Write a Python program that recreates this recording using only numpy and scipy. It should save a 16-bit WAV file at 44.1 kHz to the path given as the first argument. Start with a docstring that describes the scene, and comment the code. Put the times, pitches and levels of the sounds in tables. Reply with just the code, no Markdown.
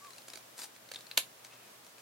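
"""Scissor blades bite through stiff card in short jerks, with a faint squeak of the pivot and a slide along
the sheet, then snap shut; a few soft ticks and scrapes follow. Each jerk tears fibres and rings card and
blades; the snap is a quick run of metal contacts. Heard close up, on the two microphones of a phone above
a craft table in a small furnished room, over room air, microphone hiss and mains hum."""
import sys
import numpy as np
from scipy import signal
from scipy.fft import rfft, irfft
from scipy.io import wavfile
from scipy.ndimage import uniform_filter1d

SR = 44100
rng = np.random.default_rng(int(sys.argv[2]) if len(sys.argv) > 2 else 0)


def dump(signal):
    """Clip the signal to [-1, 1] and save it as 16-bit WAV at the path in sys.argv[1]."""
    limited = np.clip(np.atleast_2d(signal).T, -1, 1)
    pcm = np.round(limited * 32767).astype(np.int16)
    wavfile.write(sys.argv[1], SR, pcm)


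N = 88861

# jerks in the card (time [s], level [dB], strongest ring [Hz], length [s], share of that ring [dB])
BITES = [(.046, -44, 1540, 0.0046, -6), (0.069, -48, 2400, 0.004, -1.5), (0.1052, -42, 4150, 0.0042, -24),
         (0.133, -49, 4120, 0.004, 3), (.162, -46, 4100, 0.004, -9), (0.1823, -40.5, 4130, 0.0034, -2),
         (0.219, -48.5, 4200, 0.0035, -6), (.282, -38, 4350, 0.0052, -18), (.300, -43, 5200, 0.0051, 0.5),
         (.334, -36.5, 2560, 0.0058, -12.5), (0.3562, -35.5, 4680, 0.0039, -3.5),
         (.373, -39, 4250, 0.0045, -11), (0.5813, -38, 8300, 0.00081, 0), (0.59, -35.5, 6740, 0.0042, -17),
         (0.6167, -38.5, 4850, 0.0048, -0.5), (0.633, -40, 3800, 0.0033, 1),
         (0.762, -45.5, 3520, 0.0032, -6), (0.889, -42, 4330, 0.0028, -1), (0.9155, -32, 1570, 0.0042, -6),
         (.938, -36.5, 4280, 0.0028, -1), (.9447, -37.5, 3870, 0.0049, 3), (0.959, -40, 3660, .006, 9),
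         (.989, -44, 4460, 0.0031, -3), (1.007, -44.5, 3920, 0.0048, -1.5), (1.068, -44, 4280, 0.0032, 2.5),
         (1.447, -40, 6200, 0.0045, -6), (1.847, -47, 8370, 0.0035, -6), (1.866, -44, 3680, .003, -7.5),
         (1.983, -45, 2500, 0.0021, 0)]
# metal contacts (time [s], level [dB], length [s], bass edge [Hz], ring treble edge [Hz], crack share [dB])
SNAP_CONTACTS = [(1.1134, -22.5, 0.00033, 1500, 4970, -12), (1.1172, -39, 0.0004, 3000, 5000, -18),
                 (1.1723, -28.5, 0.0018, 1480, 4500, -8), (1.1748, -13.5, .0012, 1580, 11700, -1.5),
                 (1.1768, -13, 0.00088, 354, 18200, 0), (1.1789, -27.5, 0.0016, 1500, 17300, 7),
                 (1.181, -36, 0.016, 600, 3970, 4)]
# modes of scissors and card (frequency [Hz], level [dB], free t60 [s])
MODES = [(254, -9, 0.011), (542, -12, 0.063), (686, -9.5, 0.017), (1080, -21, 0.044), (1785, -10, 0.025),
         (2390, -22, 0.02), (2740, -7, 0.13), (3280, -20, 0.015), (3820, -8, 0.026), (4124, 2, 0.016),
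         (4560, -4.5, 0.014), (4940, -11, 0.01), (6890, -5, 0.015), (7300, -6, 0.006)]
# blades and fingers on card (start [s], rise [s], hold [s], fall [s], level [dB], treble edge [Hz])
SLIDES = [(.0, 0.0074, 0.18, 0.065, -62, 9200), (0.262, 0.01, 0.12, 0.026, -62.5, 9250),
          (0.562, 0.025, 0.054, 0.031, -48, 14900), (0.737, 0.013, 0.0082, 0.025, -62.5, 7000),
          (0.897, 0.01, 0.1, 0.084, -64, 7000), (1.436, 0.0056, 0.026, 0.015, -60, 9100),
          (1.507, 0.021, 0.019, 0.025, -54, 3950), (1.845, 0.013, 0.022, 0.058, -64, 12000),
          (1.97, 0.021, 0.026, .02, -61, 9000)]
# spectra of tearing fibres, metal crack and sliding friction (frequency [Hz], level [dB])
TEAR_SPECTRUM = [(200, -10.5), (480, -2.5), (1100, -9), (2400, -3), (3300, -9), (4400, -0.5), (5700, -5),
                 (10000, -8), (15600, -21)]
CRACK_SPECTRUM = [(200, -12), (420, -19.5), (560, -4.5), (1400, -11.5), (2800, -1), (4500, -5.5),
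                  (6200, -7.5), (8500, -8.5), (12500, -7), (15700, -19.5)]
SLIDE_SPECTRUM = [(120, -35), (200, -13), (601, -18.5), (821, -5.5), (1420, -4.5), (2800, -7.5), (4680, -4),
                  (7540, -3), (16000, -13)]
# course of the pivot squeak (time [s], pitch [Hz], level [dB])
SQUEAK = [(.012, 1110, -66), (0.019, 1145, -60), (0.06, 1163, -53), (0.093, 1064, -58.5), (.125, 1000, -69)]
# swell of the narrow hiss (time [s], level [dB])
NARROW_HISS = [(1.495, -73), (1.52, -60.5), (1.56, -68.5), (1.65, -68), (1.69, -86)]
# side over mid for sounds close to the microphones (frequency [Hz], level [dB])
SIDE_SPECTRUM = [(200, -27), (600, -17.5), (2400, -5.5), (5000, -10.5), (9000, 2.3), (15000, 2)]
# decay of the room (frequency [Hz], t60 [s])
ROOM_T60 = [(250, 0.076), (1000, 0.17), (3000, 0.15), (8000, 0.16), (15000, 0.13)]
# spectrum of room air and microphone hiss (frequency [Hz], level [dB])
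AIR_SPECTRUM = [(15, -93), (25, -29), (87, -16), (120, -8.5), (212, -5.5), (489, -5), (531, -3), (1160, -7),
                (2550, -10.5), (16000, -16.5)]

BITE_BODY_DB, BITE_T60_S = -7, 0.012
BITE_RISE, CONTACT_RISE = 0.78, 0.077  # shares of a burst's length
GRIP_T60_S, BREAK_S = 0.025, 1.15  # pinched card damps the blades until they break through
SNAP_PAN_DB, SCATTER_S = -0.5, 0.00034
GRIT_PER_S, GRIT_DB, SLIDE_FLICKER_DB = 3500, 2.5, 2.0
BASS_CUT_HZ, TOP_HZ = 230, 15900
ROOM_DB, ROOM_DELAY_S, ROOM_BUILD_S = -10, 0.001, 0.0065
ROOM_ALIKE_HZ, AIR_ALIKE_HZ = 1100, 384  # left and right grow alike below these
AIR_DB, HUM_HZ, HUM_DB, HUM_WAVER_DB = -58, 120.2, -78, 3


def bites():
    """Close up, each jerk tears fibres for a few milliseconds and rings card and blades."""
    out = np.zeros((2, N))
    for at, db, hz, length, ring_db in BITES:
        push = burst(length, BITE_RISE, hard=False)
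        tick = burst(length / 2, BITE_RISE / 2, hard=True)
        tear = colour(push, TEAR_SPECTRUM)
        ping = undb(ring_db) * ring(tick, hz, BITE_T60_S)
        ringing = undb(BITE_BODY_DB) * body(push, GRIP_T60_S)
        out = place(out, at - .001, microphones(tear + ping + ringing) * undb(db))
    return out


def snap():
    """The blades break through, the handles meet in a few quick contacts and the freed card shivers."""
    out = np.zeros((2, N))
    for at, db, length, low_hz, high_hz, crack_db in SNAP_CONTACTS:
        contact = burst(length, CONTACT_RISE, hard=True)
        contact = signal.lfilter(*signal.butter(2, low_hz, "highpass", fs=SR), contact)
        push = signal.lfilter(*signal.butter(2, high_hz, fs=SR), contact)
        ringing = body(push, GRIP_T60_S if at < BREAK_S else np.inf)
        crack = undb(crack_db) * colour(contact, CRACK_SPECTRUM)
        out = place(out, at, microphones(ringing + crack, SNAP_PAN_DB) * undb(db))
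    return out


def body(push, longest_t60):
    """A push rings all modes of scissors and card; damping caps their decay time."""
    return sum(undb(db) * ring(push, hz, min(t60, longest_t60)) for hz, db, t60 in MODES) / 2


def slides(t):
    """Blades and fingers rub the card with a dense, flickering grit; soft contacts are duller."""
    grit = (rng.random(N) < GRIT_PER_S / SR) * rng.standard_normal(N)
    grit *= undb(GRIT_DB * rng.exponential(size=N))
    friction = unit(colour(unit(grit) + rng.standard_normal(N), SLIDE_SPECTRUM))
    friction *= undb(SLIDE_FLICKER_DB * wander(160))
    out = np.zeros(N)
    for start, rise, hold, fall, db, edge_hz in SLIDES:
        envelope = np.interp(t, np.cumsum([start, rise, hold, fall]), [0, 1, 1, 0])
        out += undb(db) * envelope * signal.lfilter(*signal.butter(2, edge_hz, fs=SR), friction)
    return microphones(out)


def pivot_squeak(t):
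    """The pivot gives one thin, unsteady tone that lifts a little, then falls."""
    times, hz, db = np.array(SQUEAK).T
    pitch = np.interp(t, times, hz) * (1 + .004 * wander(200))
    level_db = np.interp(t, times, db, -150, -150) + 2.2 * wander(120)
    return np.sqrt(2) * np.sin(2 * np.pi * np.cumsum(pitch) / SR) * undb(level_db)


def narrow_hiss(t):
    """A faint, narrow band of noise swells and fades after the snap."""
    times, db = np.array(NARROW_HISS).T
    return ring(rng.standard_normal(N), hz=2560, t60=0.01) * undb(np.interp(t, times, db, -150, -150))


def microphones(x, pan_db=0):
    """Reflections off hands and table reach the two microphones differently, more so in the treble."""
    scatter = rng.standard_normal(256) * np.exp(-np.arange(256) / SR / SCATTER_S)
    scatter /= np.sqrt(np.sum(scatter ** 2))
    side = signal.fftconvolve(x, np.convolve(scatter, impulse_response(SIDE_SPECTRUM)))[:len(x)]
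    return np.array([(x + side) * undb(pan_db / 2), (x - side) * undb(-pan_db / 2)])


def room(x):
    """The small room returns diffuse echoes, each octave dying at its own rate, wider in the treble."""
    t = np.arange(12000) / SR
    tail = 0
    for hz in 250 * 2. ** np.arange(7):
        octave = signal.butter(2, [hz / 1.41, min(hz * 1.41, 21000)], "bandpass", fs=SR, output="sos")
        decay = undb(-60 * t / value_at(ROOM_T60, hz))
        tail = tail + signal.sosfilt(octave, rng.standard_normal((2, len(t)))) * decay
    mid, side = tail
    side = signal.lfilter(*signal.butter(1, ROOM_ALIKE_HZ, "highpass", fs=SR), side)
    tail = np.array([mid + side, mid - side]) * np.clip((t - ROOM_DELAY_S) / ROOM_BUILD_S, 0, 1)
    tail /= np.sqrt(np.sum(tail ** 2) / 2)
    return signal.fftconvolve(x, tail, axes=1)[:, :N] * undb(ROOM_DB)


def room_tone(t):
    """Room air and microphone hiss, alike in both channels only in the bass, with wavering mains hum."""
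    mid, side = colour(rng.standard_normal((2, N)), AIR_SPECTRUM)
    side = signal.sosfilt(signal.butter(2, AIR_ALIKE_HZ, "highpass", fs=SR, output="sos"), side)
    hum = np.sqrt(2) * np.sin(2 * np.pi * HUM_HZ * t) * undb(HUM_DB + HUM_WAVER_DB * wander(17))
    return undb(AIR_DB + .5 * wander(8)) * np.array([mid + side, mid - side]) + hum


def burst(length_s, rise, hard):
    """A crackle that swells and stops; a hard contact has an even spectrum and dies away."""
    age = np.arange(4096) / SR / length_s
    envelope = (1 - np.exp(-age / rise)) * np.exp(-age if hard else -age ** 2)
    noise = rng.standard_normal(len(age)) * envelope
    if hard:
        spectrum = rfft(noise)
        noise = irfft(spectrum / np.abs(spectrum)) * np.sqrt(envelope)
    return unit(noise) * np.sqrt(np.mean(envelope ** 2))  # energy follows length


def ring(x, hz, t60):
    """One decaying mode with unit power gain."""
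    radius = np.exp(-np.log(1000) / (t60 * SR))
    angle = 2 * np.pi * hz / SR
    gain = np.sqrt(4 * (1 - radius)) * np.sin(angle)
    return signal.lfilter([0, gain], [1, -2 * radius * np.cos(angle), radius ** 2], x)


def colour(x, spectrum):
    """Filters with the given spectrum at unit power gain."""
    response = impulse_response(spectrum)
    response /= np.sqrt(np.sum(response ** 2))
    return signal.fftconvolve(x, np.array(response, ndmin=x.ndim), axes=-1)[..., :x.shape[-1]]


def impulse_response(spectrum):
    """Minimum-phase response of a spectrum, by folding its cepstrum."""
    cepstrum = irfft(np.log(undb(value_at(spectrum, np.arange(1025) * SR / 2048))))
    cepstrum[1:1024] *= 2
    cepstrum[1025:] = 0
    return irfft(np.exp(rfft(cepstrum)))


def value_at(rows, hz):
    """Reads (frequency, value) rows on a log-frequency axis."""
    frequencies, values = np.array(rows).T
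    return np.interp(np.log(np.maximum(hz, 1)), np.log(frequencies), values)


def wander(rate_hz):
    """Smooth random drift, spread 1."""
    width = int(SR / rate_hz)
    return unit(uniform_filter1d(uniform_filter1d(rng.standard_normal(N), width), width))


def place(out, start_s, x):
    """Returns out plus x starting at start_s."""
    start = int(start_s * SR)
    padded = np.zeros_like(out)
    padded[:, start:start + x.shape[1]] = x[:, :N - start]
    return out + padded


def undb(db):
    return 10 ** (np.asarray(db) / 20)


def unit(x):
    return x / np.sqrt(np.mean(x ** 2))


def scene():
    """Scissors close to the microphones, the room's echoes and room tone behind them."""
    t = np.arange(N) / SR
    near = bites() + snap() + slides(t) + pivot_squeak(t) + narrow_hiss(t)
    bass_cut = signal.butter(6, BASS_CUT_HZ, "highpass", fs=SR, output="sos")
    near = signal.sosfilt(bass_cut, near)  # small things radiate no bass
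    return near + room(near) + room_tone(t)


def record(dry):
    """The phone cuts the top treble steeply."""
    return signal.sosfilt(signal.ellip(10, .2, 70, TOP_HZ, fs=SR, output="sos"), dry)


dry = scene()
out = record(dry)
dump(out)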